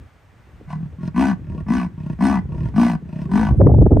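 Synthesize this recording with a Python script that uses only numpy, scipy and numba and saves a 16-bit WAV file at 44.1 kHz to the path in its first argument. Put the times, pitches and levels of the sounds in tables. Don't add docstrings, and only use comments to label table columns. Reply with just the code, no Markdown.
import sys
import numpy as np
from scipy import signal
from scipy.fft import rfft, irfft
from scipy.io import wavfile
from numba import njit

SR = 44100
rng = np.random.default_rng(int(sys.argv[2]) if len(sys.argv) > 2 else 0)


def bounce(signal):
    frames = np.transpose(np.atleast_2d(signal))
    limited = np.clip(frames, -1, 1)
    pcm = np.round(limited * 32767).astype(np.int16)
    wavfile.write(sys.argv[1], SR, pcm)


def nominal_scale(level):
    x = np.asarray(level, float) / 20
    return 10 ** x


N = 176400
T = np.arange(N) / SR
SIDES = np.array([[1], [-1]])

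# [f/Hz, width/Hz, level/dB]
OUTWARD_THROAT = [(685, 127, -4), (869, 250, -5), (1011.6, 59, -4), (1138, 57, -7), (1512, 76, -8),
                  (1731, 77, -13.5), (1984, 72, -14), (2205, 50, -23), (2466, 280, -18.5), (2940, 120, -28)]


def rms_one(x):
    return x / np.sqrt(np.mean(x ** 2) + 1e-20)


def even(x, on):
    return x / np.sqrt(np.mean(x[on] ** 2) + 1e-20)


def butter(x, hz, kind, order=2):
    return signal.sosfilt(signal.butter(order, hz, kind, fs=SR, output="sos"), x)


def drift(rate_hz):
    r = np.exp(-80 * np.pi * rate_hz / SR)
    slow = signal.lfilter([1], [1, -2 * r, r * r], rng.standard_normal(N // 40 + 2002))[2000:]
    return np.interp(np.arange(N) / 40, np.arange(len(slow)), rms_one(slow))


@njit
def glide(x, a1, a2):
    y = np.zeros(len(x))
    for i in range(2, len(x)):
        y[i] = x[i] - x[i - 2] + a1[i] * y[i - 1] - a2 * y[i - 2]
    return y


def resonance(x, hz, width_hz):
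    r = np.exp(-np.pi * width_hz / SR)
    a1 = 2 * r * np.cos(2 * np.pi * hz / SR) * np.ones(N)
    return glide(x + 1e-18, a1, r * r) * (1 - r * r) / 2


def double_resonance(x, hz, width_hz):
    return resonance(resonance(x, hz, width_hz), hz, 2 * width_hz)


def coloured(spectrum, white):
    hz, db = np.transpose(spectrum)
    f = np.maximum(np.arange(N // 2 + 1) * SR / N, 1)
    gain = nominal_scale(np.interp(np.log(f), np.log(hz), db, left=-99, right=-99))
    return rms_one(irfft(rfft(white) * gain, N))


def bush():
    # [f/Hz, level/dB]
    foliage = [(88, -17.5), (150, -3), (624, 0), (1180, -1.5), (1980, -4), (4630, -20), (8250, -22.5),
               (10800, -31), (15000, -26.5)]
    mid, side = [coloured(foliage, white) for white in rng.standard_normal((2, N))]
    return nominal_scale(-59.5 + drift(0.67)) * (mid + nominal_scale(-8) * side * SIDES)


def reed():
    hiss = rms_one(butter(rng.standard_normal(N), [9400, 9700], "band"))
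    return nominal_scale(-75 + 3 * drift(15)) * hiss * (T > 3.57)


def whistle():
    # [t/s, f/Hz, level/dB]
    tone = [
        (3.118, 300, -72),
        (3.251, 374.5, -47),
        (3.37, 394.7, -35.5),
        (3.429, 520.4, -36),
        (3.458, 543, -58),
    ]
    s, hz, db = np.transpose(tone)
    level = nominal_scale(np.interp(T, s, db, left=-120, right=-120) + 0.86 * drift(30))
    return np.sqrt(2) * level * np.sin(2 * np.pi * np.cumsum(np.interp(T, s, hz)) / SR)


def wind():
    # [t/s, level/dB]
    breeze = [
        (0, -40),
        (.1, -59),
        (.7, -46.5),
        (.92, -46),
        (1.6, -35.5),
        (1.9, -42),
        (2.64, -32),
        (2.95, -46),
        (3.4, -32.5),
    ]
    # [t/s, level/dB]
    gust = [
        (3.46, -32.5),
        (3.524, -16),
        (3.552, -30.5),
        (3.59, -13),
        (3.852, -12.5),
        (3.904, -25.5),
        (3.924, -8.5),
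        (3.978, -22),
        (4.0, -11),
    ]
    # [t/s, peak level/dB]
    eddies = [(0.607, -35.5), (3.548, -57.5), (3.608, 3), (3.637, -17.5), (3.667, -5), (3.69, -33),
              (3.709, -43), (3.741, -10.5), (3.782, -14.5), (3.817, -1.5), (3.86, 1), (3.911, -6.5),
              (3.932, -18), (3.964, -3.5)]
    force_db = np.interp(T, *np.transpose(breeze + gust))
    speed = 2.3 * np.exp(0.3 * drift(30))
    swept_level = nominal_scale(force_db - 6.5 + 2.5 * drift(60))
    for s, db in eddies:
        bump = np.exp(-((T - s - 0.0046) / 0.0091) ** 2)
        speed = speed + 1.9 * bump
        swept_level = swept_level + nominal_scale(db - 11.5) * bump
    slow_level = nominal_scale(force_db + 3.5 + 2.5 * drift(18))
    place = np.minimum(np.cumsum(speed) + 4000, 4 * N - 1)
    air = butter(rng.standard_normal((4, 4 * N)), [45, 120.4], "band")
    air = butter(air, 240, "low")

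    def pressure(fast, slow):
        swept = rms_one(np.interp(place, np.arange(4 * N), fast))
        return butter(swept_level * swept, 830, "low", order=4) + slow_level * rms_one(slow[N:2 * N])

    return pressure(air[0], air[2]) + nominal_scale(-12) * pressure(air[1], air[3]) * SIDES


def scatter(x):
    s = np.arange(SR // 4) / SR
    tail = rng.standard_normal((2, SR // 4)) * np.exp(-s / 0.03)
    tail /= np.sqrt(np.sum(tail ** 2, axis=1, keepdims=True))
    return nominal_scale(-10) * butter(signal.fftconvolve(x[None], tail, axes=1)[:, :N], 4500, "low")


def fold_pulses(rows, jitter, shimmer_db, slow):
    pulses = np.zeros(N)
    chances = np.clip(rng.standard_normal((len(rows), 2, 24)), -1.5, 1.5)
    for (s, length, _, rate, _), chance in zip(rows, chances):
        at = s
        for late, size in chance.T:
            if at < s + length:
                pulses[int(at * SR)] = nominal_scale(shimmer_db * size)
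            slowing = 1 + slow * (2 * (at - s) / length - 1) ** 2
            at += slowing * np.exp(jitter * late) / rate
    return pulses


def articulation(rows, peak, start_db, end_db, opens, shuts, sag):
    effort, mouth, low_hz = np.zeros(N), np.zeros(N), np.full(N, 160.)
    for s, length, db, _, hz in rows:
        u = (T - s) / length
        edge = np.clip((T - s) / 0.012 + 1, 0, 1)
        edge = edge * np.exp(-np.maximum(T - s - length, 0) / 0.014)
        effort += edge * nominal_scale(db + np.interp(u, [0, peak, 1], [start_db, 0, end_db]))
        jaw_s = [0, opens / 3, opens, shuts, shuts + 0.17, shuts + 1]
        mouth += edge * nominal_scale(db + np.interp(u, jaw_s, [-24, -6, 0, -5, -14.5, -24.5]))
        near = (u > -.15) & (u < 1.3)
        bend = np.interp(u[near], [0, .3, .5, 1], [1 - sag * 0.97, .97, 1, 1 - sag])
        low_hz[near] = hz * bend
    return effort, mouth, low_hz


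def chest_tone(pulses, low_hz, width_hz, on):
    soft = butter(pulses, 350, "low")
    ring = double_resonance(butter(soft, 419, "low", order=4), low_hz, width_hz)
    push = butter(soft, [50, 130], "band")
    return even(ring, on) + nominal_scale(-16) * even(push, on)


def throat_tone(pulses, gate, throat, rasp, on):
    noise = rng.standard_normal(N) * (gate + 0.18)
    source = (1 - rasp) * even(butter(pulses, 6000, "low"), on) + rasp * even(noise, on)
    upper = np.zeros(N)
    for k, (hz, width_hz, db) in enumerate(throat):
        mode = even(double_resonance(source, hz, width_hz), on)
        upper += (-1) ** k * nominal_scale(db + 3 * drift(8.6)) * mode
    return even(upper, on)


def mouth_hiss(gate, mouth):
    # [f/Hz, level/dB]
    jet = [(2300, 7.5), (2900, 0), (5300, -8.5), (7000, -12), (8900, -10.5), (10300, -17), (12500, -19),
           (15800, -21)]
    # [f/Hz, width/Hz, level/dB]
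    cavities = [(3255, 210, -4.5), (4195, 70, 7.5), (4844, 160, 4.5), (5340, 160, 9), (5910, 190, 5),
                (6450, 140, 6), (8530, 640, 0.5)]
    air, wide = [coloured(jet, n * (gate + 0.5)) for n in rng.standard_normal((2, N))]
    hiss = air.copy()
    for hz, width_hz, db in cavities:
        hiss += nominal_scale(db + 3 * drift(10)) * resonance(air, hz, width_hz)
    side = butter(signal.hilbert(hiss).imag + .4 * wide, 5000, "high")
    side = butter(side[::-1], 4600, "high")[::-1]
    return (hiss + nominal_scale(-2) * side * SIDES) * (mouth / mouth.max()) ** 0.5


def strokes(rows, throat, peak, start_db, end_db, opens, shuts, jitter, shimmer_db, slow, sag,
            width_hz, mouth_db, hiss_db, rasp):
    pulses = fold_pulses(rows, jitter, shimmer_db, slow)
    effort, mouth, low_hz = articulation(rows, peak, start_db, end_db, opens, shuts, sag)
    on = effort > effort.max() / 8
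    gate = signal.lfilter([1], [1, -np.exp(-1 / (0.005 * SR))], pulses)
    chest = chest_tone(pulses, low_hz, width_hz, on)
    upper = throat_tone(pulses, gate, throat, rasp, on)
    radiated = nominal_scale(mouth_db) * upper + nominal_scale(hiss_db) * mouth_hiss(gate, mouth)
    return effort * chest + mouth * radiated


def gasps():
    # [t/s, length/s, level/dB, pulse rate/Hz, top of lowest resonance f/Hz]
    breaths_in = [
        (.984, 0.11, -22.5, 45, 157.4),
        (1.419, 0.21, -28, 37.89, 154),
        (1.934, 0.22, -26.5, 33.43, 151.4),
        (2.451, .26, -24.5, 36.04, 139),
        (3.024, .24, -24.5, 32.17, 162),
    ]
    # [f/Hz, width/Hz, level/dB]
    inward_throat = [(344, 33, 1.5), (622, 56, -0.5), (940, 91, -1.5), (1103, 51, -4), (1408, 35, -10.5),
                     (1810, 360, -5.5), (1960, 90, -19), (2486, 330, -9.5)]
    return strokes(breaths_in, inward_throat, peak=0.77, start_db=-12, end_db=-5,
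                   opens=0.91, shuts=0.94, jitter=.14, shimmer_db=2.5, slow=.15, sag=0.032,
                   width_hz=58, mouth_db=-17, hiss_db=-39, rasp=0.74)


def grunt():
    # [t/s, length/s, level/dB, pulse rate/Hz, top of lowest resonance f/Hz]
    opening = [
        (.674, .2, -22.5, 41.67, 164.7),
    ]
    return strokes(opening, OUTWARD_THROAT, peak=0.72, start_db=-15, end_db=-12,
                   opens=0.23, shuts=0.33, jitter=0.067, shimmer_db=3, slow=0.18, sag=0.12,
                   width_hz=36, mouth_db=-15, hiss_db=-38, rasp=0.84)


def saws():
    # [t/s, length/s, level/dB, pulse rate/Hz, top of lowest resonance f/Hz]
    breaths_out = [
        (1.143, 0.2, -11, 69, 244.4),
        (1.664, .21, -14.5, 64.7, 229),
        (2.188, 0.21, -11, 68.7, 239),
        (2.74, 0.22, -10.5, 60, 228.6),
        (3.291, .23, -12.5, 54, 215.3),
    ]
    return strokes(breaths_out, OUTWARD_THROAT, peak=0.2, start_db=-19.5, end_db=-11,
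                   opens=0.35, shuts=0.83, jitter=.04, shimmer_db=1, slow=0.22, sag=0.27,
                   width_hz=48, mouth_db=-13.5, hiss_db=-35, rasp=0.5)


def scene():
    cat = saws() + grunt() + gasps()
    around = scatter(cat[0]) + wind() + whistle() + reed() + bush()
    return cat * nominal_scale(0.25 * SIDES) + around


def top_cut(x):
    return signal.sosfilt(signal.butter(12, 16550, fs=SR, output="sos"), x)


def record(dry):
    # [low f/Hz, high f/Hz]
    dead_bands = [(7250, 7550), (10350, 12300)]
    x = butter(dry, 46.9, "high", order=4)
    spectrum = rfft(0.95 * np.tanh(x / 0.95), 2 * N)
    f = np.arange(N + 1) * SR / (2 * N)
    dead = f > 15800
    for low, high in dead_bands:
        dead |= (f > low) & (f < high)
    mix = irfft(spectrum * np.where(dead, .03, 1), 2 * N)[:, :N]
    return top_cut(mix)


dry = scene()
out = record(dry)
bounce(out)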